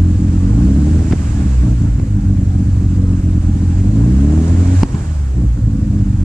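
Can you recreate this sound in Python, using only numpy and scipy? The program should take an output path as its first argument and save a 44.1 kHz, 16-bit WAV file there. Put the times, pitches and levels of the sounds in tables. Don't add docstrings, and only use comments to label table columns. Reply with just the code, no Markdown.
import sys
import numpy as np
from scipy import signal
from scipy.io import wavfile
from scipy.ndimage import uniform_filter1d

SR = 44100
rng = np.random.default_rng(int(sys.argv[2]) if len(sys.argv) > 2 else 0)


def master(y):
    cut = np.clip(np.atleast_2d(y).T, -1, 1)
    pcm = np.round(cut * 32767)
    wavfile.write(sys.argv[1], SR, pcm.astype(np.int16))


N = 275184

# time in seconds, firings per second, throttle 0-1, burn unevenness 0-1.
REVS = [(0, 43.87, 0.5, 0), (.24, 42.37, 0.3, 0.53), (.45, 46.74, .6, .25), (.69, 67.5, 0.99, 0.19),
        (.99, 81.77, 0.5, 0.33), (1.2, 76.3, 0.16, .5), (1.45, 67.67, 0.35, 0.42), (1.6, 61.03, 0.57, .2),
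        (1.93, 55.8, 0.07, 0.37), (2.12, 50.54, 0.07, 0.34), (2.5, 46.72, 0.15, 0.43),
        (2.9, 45.05, 0, 0.47), (3.04, 45.93, 0.34, 0.22), (3.3, 43.92, .25, 0.35),
        (3.49, 42.63, 0.21, 0.51), (3.75, 44, 0.4, 0.3), (4.07, 61, 0.82, 0.11), (4.31, 76.45, 1, .18),
        (4.55, 87.05, 0.99, 0.29), (4.79, 92.3, .9, 0.19), (4.9, 86.37, 0.45, 0.67),
        (5.14, 75.1, 0.33, 0.22), (5.35, 61.9, 0, 0.21), (5.6, 55.43, 0, 0.43), (5.94, 50.74, 0, 0.33),
        (6.24, 45.72, 0, 0.4)]
# time in seconds, depth of the dip in dB.
MISFIRE_DIPS = [(0.741, -1), (1.038, -8.5), (1.101, -8.5), (1.232, -3), (2.098, -5), (2.447, -8.5),
                (2.522, -8.5), (2.646, -7.5), (3.165, -6.5), (3.22, -16.5), (4.566, -5), (5.143, -9),
                (5.572, -2.5), (5.99, -3.5), (6.124, -7.5)]
# start and end in seconds, bark drop in dB, fundamental shift in dB.
FUEL_CUTS = [(1.156, 1.395, -5, -2.5), (1.477, 1.626, -10.5, 6), (1.743, 1.795, -10, 7),
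             (1.913, 1.97, -7, 9), (2.048, 2.16, -5, -5.5), (4.76, 4.821, -18.5, 2),
             (4.855, 5.029, -8.5, -27.5), (5.029, 5.187, -13, -2.5), (5.179, 5.356, -14.5, -0.5),
             (5.469, 5.571, -10.5, 8.5)]
# firings per second, base level in dB.
FUNDAMENTAL_LEVEL = [(43, -17.5), (50, -14), (60, -14), (70, -11), (82, -9.5), (93, -9)]
OCTAVE_LEVEL = [(43, -8), (50, -9.5), (60, -11), (66, -17.5), (78, -15.5), (93, -19.5)]
# pitch in Hz, width in Hz, relative dB.
BARK_MODES = [(179.9, 38.5, 2.5), (210.7, 25.5, 3), (236.5, 11.1, -0.5), (273, 14.1, 1),
              (306.2, 23.8, -2.5)]
THUD_MODES = [(48.8, 23.7, 3.5), (87.4, 40.7, 4.5), (116.5, 45, 2)]
TAILPIPE_MODES = [(403.3, 13, 7), (489.4, 22, -7), (601, 48, -4.5), (755, 42, -11), (1037, 41, -15.5)]
# frequency in Hz, relative dB.
ROAR_COLOUR = [(200, -29.5), (340, 2), (362, -2.5), (399, 1.5), (443, -20.5), (475, 0.5), (542, -9.5),
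               (607, -12.5), (664, -16.5), (769, -14), (928, -17), (1800, -21), (2340, -61.5), (3960, -120)]
HISS_COLOUR = [(1000, -2.5), (1700, -3), (1940, -6.5), (2610, -8.5), (3350, -12), (5660, -11.5),
               (7620, -6.5), (8240, -13), (9780, -18.5), (11000, -27), (14300, -66), (22000, -120)]
BACKGROUND_COLOUR = [(7000, -30), (9500, -7.5), (11500, -14.5), (13400, -13.5), (14800, -22)]
# time in seconds, level in dB.
HISS_RIDE = [(0, -43), (.5, -40.5), (1.24, -37.5), (1.5, -39), (2.14, -45.5), (2.7, -43.5), (3.21, -44),
             (4.11, -40.5), (4.58, -36), (4.82, -33.5), (4.87, -36.5), (5.3, -45), (5.65, -46.5),
             (6.24, -44.5)]
# frequency in Hz, left-right likeness 0-1.
STEREO_LIKENESS = [(400, .97), (650, .87), (1200, .68), (2100, .56), (4000, .3), (8000, .15)]
# frequency in Hz, lead of the left side in radians.
LEFT_LEAD = [(300, -0.52), (690, 0.6), (1210, 1.73), (2070, 1.28), (3450, -1.2), (8000, -2.5)]
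# frequency in Hz, left over right in dB.
BALANCE = [(400, -2), (700, -9), (1300, -6), (2500, -1.8), (5000, -2), (12000, -2.5)]
# start in seconds, thump gain in dB, crackle gain in dB, thump pitch in Hz,
# first swing outward (+1) or inward (-1).
BACKFIRES = [(.785, -1.5, -48, 151.7, 1), (1.11, -5.5, -31, 187, 1), (1.122, -3.5, -20.5, 97, -1),
             (1.1339, -1.5, -31, 242, 1), (1.995, -2, -35, 163, -1), (4.831, 11, -7, 213, 1),
             (4.944, 1, -28.5, 105, -1)]

TIME = np.arange(N) / SR
LOPSIDED = 0.2
RAMP_S = 0.022


def gain_of(db):
    return 10 ** (np.asarray(db) / 20)


def unit_rms(x):
    return x / np.sqrt(np.mean(x ** 2) + 1e-20)


def curves(rows):
    times, *columns = np.transpose(rows)
    return [np.interp(TIME, times, column) for column in columns]


def at_hz(points, hz):
    freqs, values = np.transpose(points)
    return np.interp(np.log(hz + 1), np.log(freqs + 1), values)


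def ring(pulses, modes):
    t = np.arange(6000) / SR
    tube = sum((-1) ** k * gain_of(db) * width * np.exp(-np.pi * width * t) * np.sin(2 * np.pi * hz * t)
               for k, (hz, width, db) in enumerate(modes))
    return signal.oaconvolve(pulses, tube)[:N]


def band(x, lo_hz, hi_hz, order):
    return signal.sosfilt(signal.butter(order, [lo_hz, hi_hz], "band", fs=SR, output="sos"), x)


def stereo_noise(colour, patchy_db, size):
    hz = np.fft.rfftfreq(size, 1 / SR)
    a, b, c, d, patches = rng.standard_normal((4 * N // size + 5, len(hz), 5)).T
    patches = unit_rms(uniform_filter1d(uniform_filter1d(patches, size=6, axis=0), size=10, axis=1))
    likeness = at_hz(STEREO_LIKENESS, hz)[:, None]
    delay = np.exp(-1j * at_hz(LEFT_LEAD, hz))[:, None]
    left = a + 1j * b
    right = likeness * left * delay + np.sqrt(1 - likeness ** 2) * (c + 1j * d)
    pan = gain_of(at_hz(BALANCE, hz) / 2)[:, None]
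    shape = gain_of(at_hz(colour, hz)[:, None] + patchy_db * patches)
    spectra = np.array([left * pan, right / pan]) * shape
    both = signal.istft(spectra, nperseg=size, noverlap=size - size // 4)[1][:, :N]
    return both / np.sqrt(np.mean(both.mean(0) ** 2))


def exhaust_hum(firings, scatter, fundamental_db, octave_db):
    phase = 2 * np.pi * (firings + 0.13 * uniform_filter1d(scatter, size=900))
    fundamental = gain_of(fundamental_db) * np.sin(phase - .6)
    octave = gain_of(octave_db) * np.sin(2 * phase + 1.12)
    return np.sqrt(2) * (fundamental + octave)


def exhaust_bark(pulses, firings, bright_db):
    bark = band(ring(pulses, BARK_MODES), 116.7, 334.5, order=4)
    octave = np.exp(4j * np.pi * firings)
    bark = bark - 2 * (octave * uniform_filter1d(bark / octave, size=1500)).real
    body = signal.sosfiltfilt(signal.butter(2, 235, fs=SR, output="sos"), bark)
    return unit_rms(body + gain_of(bright_db) * (bark - body))


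def exhaust_thud(ticks, rotor, luck):
    kicks = ticks * (np.sign(luck) + 1.1 * LOPSIDED * rotor)
    return unit_rms(band(ring(kicks, THUD_MODES), 35.7, 148.4, order=3))


def tailpipe_rasp(pulses, rotor, hz):
    ringing = ring(pulses * (1 + 0.75 * rotor), TAILPIPE_MODES)
    return (hz / 60) ** 1.2 * unit_rms(band(ringing, 316, 1400, order=3))


def gas_roar(gusts, throttle, cut_db):
    surge_s, hold_s, fade_s = 4.84, 0.12, 0.12
    rise = (TIME - surge_s) / RAMP_S
    fall = 1 + (surge_s + hold_s - TIME) / fade_s
    surge = np.clip(np.minimum(rise, fall), 0, 1)
    level_db = -42 + 6 * throttle + 0.22 * cut_db + 11.5 * surge
    return gain_of(level_db) * gusts * stereo_noise(ROAR_COLOUR, patchy_db=4.5, size=2048)


def engine_hiss(gusts):
    level_db, = curves(HISS_RIDE)
    return gain_of(level_db) * gusts ** .3 * stereo_noise(HISS_COLOUR, patchy_db=1.0, size=512)


def background_hiss():
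    return gain_of(-67) * stereo_noise(BACKGROUND_COLOUR, patchy_db=3, size=512)


def misfires(width_s=0.0059):
    return gain_of(sum(db * np.exp(-((TIME - s) / width_s) ** 2 / 2) for s, db in MISFIRE_DIPS))


def backfires(length=2000):
    t = np.arange(length) / SR
    out = np.zeros((2, N))
    for start_s, thump_db, crackle_db, hz, direction in BACKFIRES:
        swell = np.sin(np.pi * np.minimum(hz * t / 0.95, 1))
        thump = direction * np.sin(2 * np.pi * hz * t) * swell
        white = rng.standard_normal((3, length))
        grit = (white[0] + 0.43 * white[1:]) * np.sqrt(abs(swell))
        crackle = (4 * band(grit, 490, 1464, order=2) + 1.86 * band(grit, 1220, 2480, order=2)
                   + 0.37 * band(grit, 1900, 5300, order=3))
        at = round(start_s * SR)
        out[:, at:at + length] += gain_of(thump_db) * thump + gain_of(crackle_db) * crackle
    return out


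def garage_slap(x, decay_s=0.12):
    taps = np.zeros((2, 12000))
    at = np.arange(200, 11980, 20) + rng.integers(0, 20, (2, 589))
    np.put_along_axis(taps, at, rng.choice([-1., 1.], at.shape), 1)
    taps *= gain_of(-60 * np.arange(12000) / SR / decay_s)
    return signal.fftconvolve(x, taps / np.linalg.norm(taps[0]), axes=1)[:, :N]


def fuel_cuts():
    gates = [np.clip(np.minimum(TIME - start, end - TIME) / RAMP_S + .5, 0, 1)
             for start, end, _, _ in FUEL_CUTS]
    return np.transpose(FUEL_CUTS)[2:] @ gates


def widen(bass):
    quadrature = signal.hilbert(np.pad(bass, 4096, "reflect")).imag[4096:-4096]
    return bass * gain_of([[-.15], [.15]]) + gain_of(-24.5) * quadrature * [[1], [-1]]


def scene():
    hz, throttle, uneven = curves(REVS)
    cut_db, shift_db = fuel_cuts()
    firings = np.cumsum(hz) / SR
    count = firings.astype(int)
    rotor = (-1.) ** count
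    luck = np.sqrt(3) * rng.uniform(-1.046, 1, (count[-1] + 1, 3))
    burn_luck, thud_luck, timing_luck = luck[count].T
    burn = 1 + uneven * burn_luck
    scatter = uneven * timing_luck
    ticks = np.diff(count, prepend=-1) / np.sqrt(hz)
    landing = np.clip(np.arange(N) + (scatter * 0.0011 * SR).astype(int), 0, N - 1)
    pulses = np.bincount(landing, ticks * (burn + LOPSIDED * rotor), N)
    gusts = 1 + 0.083 * np.cos(2 * np.pi * firings) * burn

    ragged_db = -16.5 * uneven
    thud_db = -20.5 + 13.5 * uneven + 0.45 * cut_db
    fundamental_db = at_hz(FUNDAMENTAL_LEVEL, hz) + 3.5 * throttle + shift_db + ragged_db
    octave_db = at_hz(OCTAVE_LEVEL, hz) + 1.5 * throttle + 0.57 * cut_db + ragged_db
    bark_db = -19 + 4 * throttle + cut_db

    hum = exhaust_hum(firings, scatter, fundamental_db, octave_db)
    bark = gain_of(bark_db) * exhaust_bark(pulses, firings, bright_db=-4 + 7 * throttle)
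    thud = gain_of(thud_db) * exhaust_thud(ticks, rotor, thud_luck)
    rasp = gain_of(bark_db + 3.5 * throttle) * tailpipe_rasp(pulses, rotor, hz)
    air = gas_roar(gusts, throttle, cut_db) + engine_hiss(gusts) + background_hiss()
    dips = misfires()
    exhaust = widen((hum + bark + thud) * dips) + rasp * dips * gain_of([[-23], [-26]])
    bangs = backfires()
    return exhaust + air + bangs + gain_of(-20) * garage_slap(bangs)


def record(dry):
    threshold_db, attack_s, high_cut_hz = -3.5, 0.00077, 14900
    peak_db = 20 * np.log10(abs(dry).max(0) + 1e-9)
    fall_db = 81.0 * TIME
    over_db = np.maximum(np.maximum.accumulate(peak_db + fall_db) - fall_db - threshold_db, 0)
    lag = np.exp(-1 / (attack_s * SR))
    held = dry / gain_of(0.5 * signal.lfilter([1 - lag], [1, -lag], over_db))
    rounded = held / (1 + held ** 6) ** (1 / 6)
    faded = rounded * np.minimum(np.arange(N, 0, -1) / 400, 1)
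    padded = np.pad(faded, [(0, 0), (255, 255)], "reflect")
    high_cut = signal.firwin(511, high_cut_hz, window=("kaiser", 9), fs=SR)
    return signal.oaconvolve(padded, high_cut[None], "valid")


dry = scene()
out = record(dry)
master(out)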